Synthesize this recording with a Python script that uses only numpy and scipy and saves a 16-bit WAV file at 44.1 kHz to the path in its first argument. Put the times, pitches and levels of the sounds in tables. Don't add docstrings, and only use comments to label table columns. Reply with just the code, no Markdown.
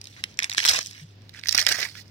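import sys
import numpy as np
from scipy import signal
from scipy.fft import rfft, irfft, next_fast_len
from scipy.io import wavfile
from scipy.ndimage import uniform_filter1d, map_coordinates

SR = 44100
rng = np.random.default_rng(int(sys.argv[2]) if len(sys.argv) > 2 else 0)


def inscribe(sig):
    pcm = np.round(np.clip(np.atleast_2d(sig).T, -1, 1) * 32767)
    wavfile.write(sys.argv[1], SR, pcm.astype(np.int16))


def volts(x):
    e = np.asarray(x, float) / 20
    return 10 ** e


N = 92610

# start_s, peak_db, pitch_hz
FIRST_CRACKS = [(0.0141, -23, 5430), (0.0421, -28, 5410), (.0553, -29.5, 4000), (0.0712, -24, 5300),
                (.1647, -32.5, 2120), (0.2389, -6.5, 2740), (.3414, -33.5, 4260), (0.373, -27, 5700),
                (0.39, -3.5, 2280), (0.4013, -13, 2400), (0.4129, -40, 2430), (0.4243, -11, 2370),
                (0.4312, -8.5, 5300), (.4335, -17, 2400), (0.4426, -4.5, 2450), (0.4444, -29, 5490),
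                (0.4967, -9, 4200), (.4992, -19, 4430), (0.5094, -21, 5540), (0.5166, -18, 3480),
                (0.5272, -14, 3100), (0.5348, -13, 5600), (0.5477, -12.5, 2600), (0.56, -29, 3600),
                (.568, -27, 5307), (.5706, -13, 4370), (.6253, -24, 2700), (.6315, -25, 3050),
                (.7895, -7.5, 5650), (0.8116, -19.5, 5460), (.821, -34, 4000), (.8287, -20, 5500),
                (.846, -29, 5550), (.8504, -26, 5550), (0.8605, -18, 6000), (0.8702, -17, 6750),
                (0.9103, -20.5, 6100), (.9311, -32.5, 4500), (.9487, -33, 4070)]
SECOND_CRACKS = [(1.157, -49, 6400), (1.219, -42.5, 4000), (1.2937, -29, 3770), (1.34, -34, 4470),
                 (1.347, -34.5, 2030), (1.3685, -42, 7000), (1.374, -38, 2930), (1.383, -38, 6000),
                 (1.3903, -26, 2120), (1.395, -26, 5230), (1.4125, -32.5, 3460), (1.4362, -19.5, 2440),
                 (1.4492, -27, 5560), (1.4578, -16.5, 1930), (1.4709, -14.5, 4470), (1.4751, -16, 4440),
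                 (1.4857, -4, 4640), (1.4897, -15, 4770), (1.4918, -1.5, 5000), (1.502, -22, 4500),
                 (1.5099, -11, 4540), (1.5144, -18, 4500), (1.519, -18, 5000), (1.5241, -6.5, 4910),
                 (1.527, -2.5, 5000), (1.5648, -18, 5000), (1.5682, -14, 5200), (1.6089, -15, 4100),
                 (1.65, -17, 4100), (1.8023, -21, 1950), (1.8375, -20, 1990), (1.8446, -19, 5400),
                 (1.8582, -22.5, 2020), (1.9006, -39, 3930), (1.9145, -34.5, 3000), (1.953, -26.5, 2300),
                 (1.9937, -38, 2270), (2.0094, -33.5, 4200), (2.0567, -46.5, 1970), (2.08, -39, 5260)]
# start_s, peak_db, pitch_hz, give_db (dull give relative to the snap)
FIRST_CRUSH = [(0.5764, -7.5, 5700, -18), (0.5802, 2.5, 3400, -16), (0.5904, -6, 2640, -45),
               (0.6017, -7.5, 2400, -41), (0.6122, -20, 3600, -41), (0.6404, -7.5, 3740, -38),
               (0.651, -0.5, 3030, -11), (0.657, 2, 5130, -12), (0.664, -1, 5160, -22),
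               (0.678, 0, 4200, -46), (0.6855, 0, 4550, -34), (.69, -1, 4200, -24),
               (0.6945, 3.5, 5360, -20), (0.7035, -17, 5700, -26.5), (0.7154, -25, 5460, -13.5),
               (0.7345, -6, 3950, -13), (.7388, -7, 5500, -29), (.744, -10, 5350, -20),
               (0.7605, -6, 5080, -19), (.7757, -21, 2600, -8), (0.789, -22.5, 2493, 8)]
SECOND_CRUSH = [(1.5475, -2, 4770, -14), (1.5504, 0, 5000, -15), (1.5549, -8, 4940, -22),
                (1.578, 4.5, 4870, -24), (1.585, -3, 1760, -37), (1.5918, -2, 4400, -21),
                (1.6139, -4.5, 5070, -41), (1.6167, -12, 1900, -35), (1.6257, -9, 5070, -29),
                (1.666, 0.5, 2980, -41), (1.6718, -4.5, 1840, -35), (1.685, -5, 5000, -34),
                (1.6888, -1, 4000, -16), (1.6958, -7, 5350, -42), (1.7066, -25, 1780, -27),
                (1.7146, -9.5, 1600, -30), (1.7176, -1.5, 6050, -25), (1.7237, -14.5, 3800, -9),
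                (1.7487, -28, 2520, 6), (1.7854, -18, 1770, 0.5), (1.7908, -18, 1850, -21),
                (1.819, -24, 2220, -0.5), (1.8284, -12, 2000, -8), (1.8524, -19.5, 1850, -23)]
# time_s, level_db
FIRST_GRIP = [
    (.37, -70.5),
    (0.439, -38.5),
    (.49, -62),
    (.57, -50.5),
    (0.588, -37),
    (0.634, -44.5),
    (0.697, -28),
    (.78, -38),
    (.83, -52.5),
]
SECOND_GRIP = [
    (1.419, -63),
    (1.5, -47),
    (1.57, -37.5),
    (1.598, -34.5),
    (1.656, -41.5),
    (1.71, -27),
    (1.759, -39),
    (1.848, -36.5),
    (1.901, -61),
]
# start_s, length_s, level_db, pitch_hz
FIRST_RUBS = [
    (0, 0.23, -60, 4300),
    (0.162, 0.051, -55.5, 2000),
    (0.195, .17, -62, 4120),
    (0.683, .015, -20.5, 3950),
    (0.72, 0.02, -36, 4680),
    (0.755, .025, -32, 3900),
    (0.787, .14, -49, 5430),
    (0.899, 0.15, -54.5, 3320),
    (0.978, 0.18, -68.5, 5000),
]
SECOND_RUBS = [
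    (1.2, 0.22, -73, 6000),
    (1.33, 0.081, -55, 2420),
    (1.591, 0.016, -26, 4550),
    (1.68, 0.25, -47, 5000),
    (1.87, 0.11, -59, 4140),
    (1.94, 0.068, -53.5, 2700),
    (1.94, 0.092, -51.5, 5730),
    (2.0, 0.13, -69.5, 6040),
]
# right_lag_ms, scatter_ms, left_db, right_db
FIRST_PLACE = (.33, .03, 0, 0)
SECOND_PLACE = (.12, .03, -3, 3)
# frequency_hz, level_db
FIRST_COLOUR = [(150, -21.5), (500, -12), (1000, 4.5), (1700, -3), (3000, -1.5), (6000, 3), (16000, -3.5)]
SECOND_COLOUR = [(150, -22.5), (900, 1), (1800, -4), (3000, -5.5), (4800, 2.5), (6500, -0.5), (16000, 2.5)]
# centre_hz, width_hz, level_db
LEFT_PORT = [(1619, 302, 7), (3640, 1770, 3), (8460, 3800, 3), (15200, 2300, 3)]
RIGHT_PORT = [(1950, 657, 10.5), (4200, 1690, 7), (5550, 1110, 10.5), (12900, 3500, -13.5)]
# frequency_hz, density_db (per Hz)
AIR = [(25, -20), (55, -13.5), (140, -10), (320, -20), (1100, -32.5), (5000, -31.5), (9000, -57.5),
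       (16000, -52)]
# frequency_hz, correlation (0 to 1)
AIR_ALIKE = [(60, 1), (300, 0.77), (1000, 0.11)]
# frequency_hz, difference_db
AIR_RIGHT = [(700, 0), (2000, 10), (5500, -1.5), (8000, 0), (15000, 6)]
# start_s, level_db, pitch_hz, length_s
KNOCKS = [
    (.576, -39, 323, 0.011),
    (.685, -40.5, 75, 0.05),
    (.75, -41, 111, 0.025),
    (0.781, -36, 575, 0.0053),
    (1.016, -38, 148.6, .04),
    (1.547, -37.5, 261, .008),
]

SNAP_CYCLES, SNAP_RISE, SNAP_SPREAD, GRAIN_RISE = 0.9, 0.25, 0.54, 5
SNAP_DB, SNAP_FADE_DB, SNAP_SCATTER_DB, EAR_SCATTER_DB = -1, 4, 1, 3
GIVE_HZ, GIVE_SPREAD, GIVE_CYCLES, GIVE_DB, CRACK_GIVE_DB = 787, 0.49, 0.45, 8.5, -37
CRACK_MS, CRUSH_MS, LEAD_DB, MAIN_DB = 1.662, 3.2, 12, 9.5
CRUMBS_PER_S, CRUMB_HZ, CRUMB_SPREAD = 4500, 5000, 0.77
CRUMB_SCATTER_DB, CLUMP_DB, CRUMB_MOST_DB = 3, 2.2, 9
FIRST_CRUMB_DB, SECOND_CRUMB_DB = (0, -3), (-2, -7)
RUB_SPREAD, RUB_UNDER, RUB_SCATTER_DB, RUB_EDGE = 1.37, 0.57, -2.2, 0.65
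PALM_T60_S, PALM_DB, PALM_OWN = 0.015, -2.5, 0.77
ROOM_T60_S, ROOM_DB, ROOM_OWN, ROOM_TOP_HZ = 0.11, -14, 0.58, 7000
PORT_BASS_DB, PORT_BASS_HZ = -2, 1250
AIR_DB, AIR_SWAY_DB = -54, 1.3
HUM_HZ, HUM_DB, HUM_SWAY_DB, HUM_WANDER_RAD = 101, -52, 2, 0.44
DUCK_DB, DUCK_FROM_DB, DUCK_S = 3, -22, 0.1
PEAK, TOP_HZ, LOW_HZ = 0.98, 16300, 45


def unit(x):
    return x / np.sqrt(np.mean(x ** 2) + 1e-20)


def along(points, hz):
    f, v = np.transpose(points)
    return np.interp(np.log(hz + 1), np.log(f + 1), v)


def wobble(rate):
    knots = rng.standard_normal(int(N * rate / SR) + 4)
    return map_coordinates(knots, [np.arange(N) * rate / SR])


def filtered(x, response):
    m = next_fast_len(N + SR // 2)
    return irfft(rfft(x, m) * response(np.fft.rfftfreq(m, 1 / SR)), m)[..., :N]


def grains(s, hz, gain, cycles, phase, size):
    start = np.floor(s * SR).astype(int)
    t = (np.arange(size) + (start + 1 - s * SR)[:, None]) / SR
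    turns = np.clip(hz, 200, 15000)[:, None] * t
    envelope = np.exp(-turns / cycles) * (1 - np.exp(-GRAIN_RISE * turns))
    wave = gain[:, None] * np.sin(2 * np.pi * turns + phase[:, None]) * envelope
    where = np.clip(start[:, None] + 1 + np.arange(size), 0, N + size)
    return np.bincount(where.ravel(), wave.ravel(), N + size + 1)[:N]


def both_ears(s, hz, gain, cycles, place, size):
    lag_ms, scatter_ms, left_db, right_db = place
    z = rng.standard_normal((len(s), 4))
    half_lag = (lag_ms + scatter_ms * z[:, 0]) / 2000
    ears = []
    for side, db, k in ((-1.004, left_db, 1), (0.92, right_db, 2)):
        shaded = gain * volts(db + EAR_SCATTER_DB * z[:, k])
        ears.append(grains(s + side * half_lag, hz, shaded, cycles, z[:, 3], size))
    return np.array(ears)


def loose(place):
    return place[0], 10 * place[1], place[2], place[3]


def shell(cracks, crush, slides, grip, crumb_db, place, colour):
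    x = fractures([(*row, CRACK_GIVE_DB) for row in cracks], CRACK_MS, place)
    x = x + fractures(crush, CRUSH_MS, place)
    x = x + crumbs(grip, crumb_db, place) + rubs(slides, place)
    palms = tail(x, PALM_T60_S, PALM_DB, PALM_OWN, size=900, count=100)
    return filtered(x + palms, lambda hz: volts(along(colour, hz)))


def fractures(rows, run_ms, place, count=14):
    s, db, hz, give_db = np.transpose(rows)[:, :, None]
    z = rng.standard_normal((3, len(rows), count))
    u = np.sort(rng.random((len(rows), count)), axis=1)
    u = u - u[:, [count // 4]]
    when = np.abs(s + u * run_ms / 1000).ravel()
    level_db = db - SNAP_FADE_DB * np.maximum(u, 0) - LEAD_DB * (u < 0)
    level_db = level_db + (SNAP_SCATTER_DB * z[0] - MAIN_DB) * (u != 0)
    pitch = np.exp((SNAP_RISE + SNAP_SPREAD * z[1]) * (u != 0))
    dull = np.exp(GIVE_SPREAD * z[2])
    snap_gain = volts(level_db + SNAP_DB) * np.sqrt(pitch)
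    give_gain = volts(level_db + give_db + GIVE_DB) * np.sqrt(dull)
    snaps = both_ears(when, (hz * pitch).ravel(), snap_gain.ravel(), SNAP_CYCLES, place, size=160)
    give = both_ears(when, GIVE_HZ * dull.ravel(), give_gain.ravel(), GIVE_CYCLES, loose(place), size=250)
    return snaps + give


def crumbs(grip, crumb_db, place, count=2400):
    s, db = np.transpose(grip)
    u, z = rng.random((count, 2)), rng.standard_normal((count, 2))
    when = s[0] + u[:, 0] * count / CRUMBS_PER_S
    gain = volts(np.minimum(-CRUMB_SCATTER_DB * np.log(u[:, 1] + 1e-4), CRUMB_MOST_DB))
    fine_hz = CRUMB_HZ * np.exp(CRUMB_SPREAD * z[:, 0])
    dull_hz = GIVE_HZ * np.exp(GIVE_SPREAD * z[:, 1])
    fine = unit(both_ears(when, fine_hz, gain, SNAP_CYCLES, place, size=70))
    dull = unit(both_ears(when, dull_hz, gain, GIVE_CYCLES, loose(place), size=150))
    level_db = np.interp(np.arange(N) / SR, s, db, left=-120, right=-120)
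    level_db = level_db + CLUMP_DB * (wobble(25.26) + wobble(90))
    return volts(level_db + crumb_db[0]) * (fine + volts(crumb_db[1]) * dull)


def rubs(rows, place, count=600):
    s, long, db, hz = np.transpose(rows)[:, :, None]
    u, z = rng.random((len(rows), count)), rng.standard_normal((2, len(rows), count))
    swell = np.sin(np.pi * u) ** RUB_EDGE
    gain = volts(db + 9.5 + RUB_SCATTER_DB * z[0]) * np.sqrt(long * 10) * swell
    pitch = hz * np.exp(RUB_SPREAD * np.abs(z[1]) - RUB_UNDER)
    return both_ears((s + u * long).ravel(), pitch.ravel(), gain.ravel(), SNAP_CYCLES, place, size=70)


def tail(x, t60, db, own, size, count):
    part = np.arange(N) * count // N
    out = np.zeros_like(x)
    for k in range(count):
        shared, *ears = rng.standard_normal((3, size + 1))
        decay = volts(-60 * np.arange(size) / SR / t60)
        answer = (shared[1:] + own * np.diff(ears, axis=1)) * decay
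        answer = answer / np.linalg.norm(answer[0])
        at = np.flatnonzero(part == k)
        heard = signal.fftconvolve(x[:, at], answer, axes=1)[:, :N - at[0]]
        out[:, at[0]:at[0] + heard.shape[1]] += heard
    return volts(db) * out


def ports(x):
    def ring(f, port):
        total = volts(PORT_BASS_DB) / (1 + 1j * f / PORT_BASS_HZ) ** 2
        for k, (centre, width, db) in enumerate(port):
            damping = 1j * f * width
            total = total + (-1) ** k * volts(db) * damping / (centre * centre - f * f + damping)
        return total
    return filtered(x, lambda f: np.array([ring(f, LEFT_PORT), ring(f, RIGHT_PORT)]))


def room(near):
    late = tail(near, ROOM_T60_S, ROOM_DB, ROOM_OWN, size=8000, count=14)
    return filtered(late, lambda hz: 1 / (1 + (hz / ROOM_TOP_HZ) ** 2))


def room_air():
    def mid_side(hz):
        angle = np.arccos(np.clip(along(AIR_ALIKE, hz), -1, 1)) / 2
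        return volts(along(AIR, hz)) * [np.cos(angle), np.sin(angle)]
    mid, side = filtered(rng.standard_normal((2, N)), mid_side)
    ears = np.array([mid + side, mid - side])
    air = filtered(ears, lambda hz: volts(np.outer([-0.5, 0.5], along(AIR_RIGHT, hz))))
    return volts(AIR_DB + AIR_SWAY_DB * wobble(7.55)) * unit(air)


def mains_hum():
    t = np.arange(N) / SR
    level = volts(HUM_DB + HUM_SWAY_DB * (wobble(5.5) + wobble(39.83)))
    return level * np.sqrt(2) * np.sin(2 * np.pi * HUM_HZ * t + HUM_WANDER_RAD * wobble(24.8))


def soft_knocks():
    t = np.arange(N) / SR
    out = np.zeros(N)
    for s, db, hz, long in KNOCKS:
        envelope = np.sin(np.pi * np.clip((t - s) / long, 0, 1)) ** 0.3
        out += volts(db) * envelope * np.sin(2 * np.pi * hz * (t - s))
    return out


def scene():
    first = shell(FIRST_CRACKS, FIRST_CRUSH, FIRST_RUBS, FIRST_GRIP,
                  FIRST_CRUMB_DB, FIRST_PLACE, FIRST_COLOUR)
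    second = shell(SECOND_CRACKS, SECOND_CRUSH, SECOND_RUBS, SECOND_GRIP,
                   SECOND_CRUMB_DB, SECOND_PLACE, SECOND_COLOUR)
    near = first + second
    return ports(near + room(near)) + room_air() + mains_hum() + soft_knocks()


def band_limit(x):
    return signal.sosfilt(signal.butter(12, 16810, fs=SR, output="sos"), x)


def record(dry):
    power = np.abs(uniform_filter1d(np.mean(dry ** 2, axis=0), int(DUCK_S * SR)))
    x = dry * volts(-DUCK_DB * power / (power + volts(2 * DUCK_FROM_DB)))
    x = x / (1 + np.abs(x / PEAK) ** 4) ** (1 / 4)
    mix = filtered(x, lambda hz: (hz < TOP_HZ) * hz ** 2 / (hz ** 2 + LOW_HZ ** 2))
    return band_limit(mix)


dry = scene()
out = record(dry)
inscribe(out)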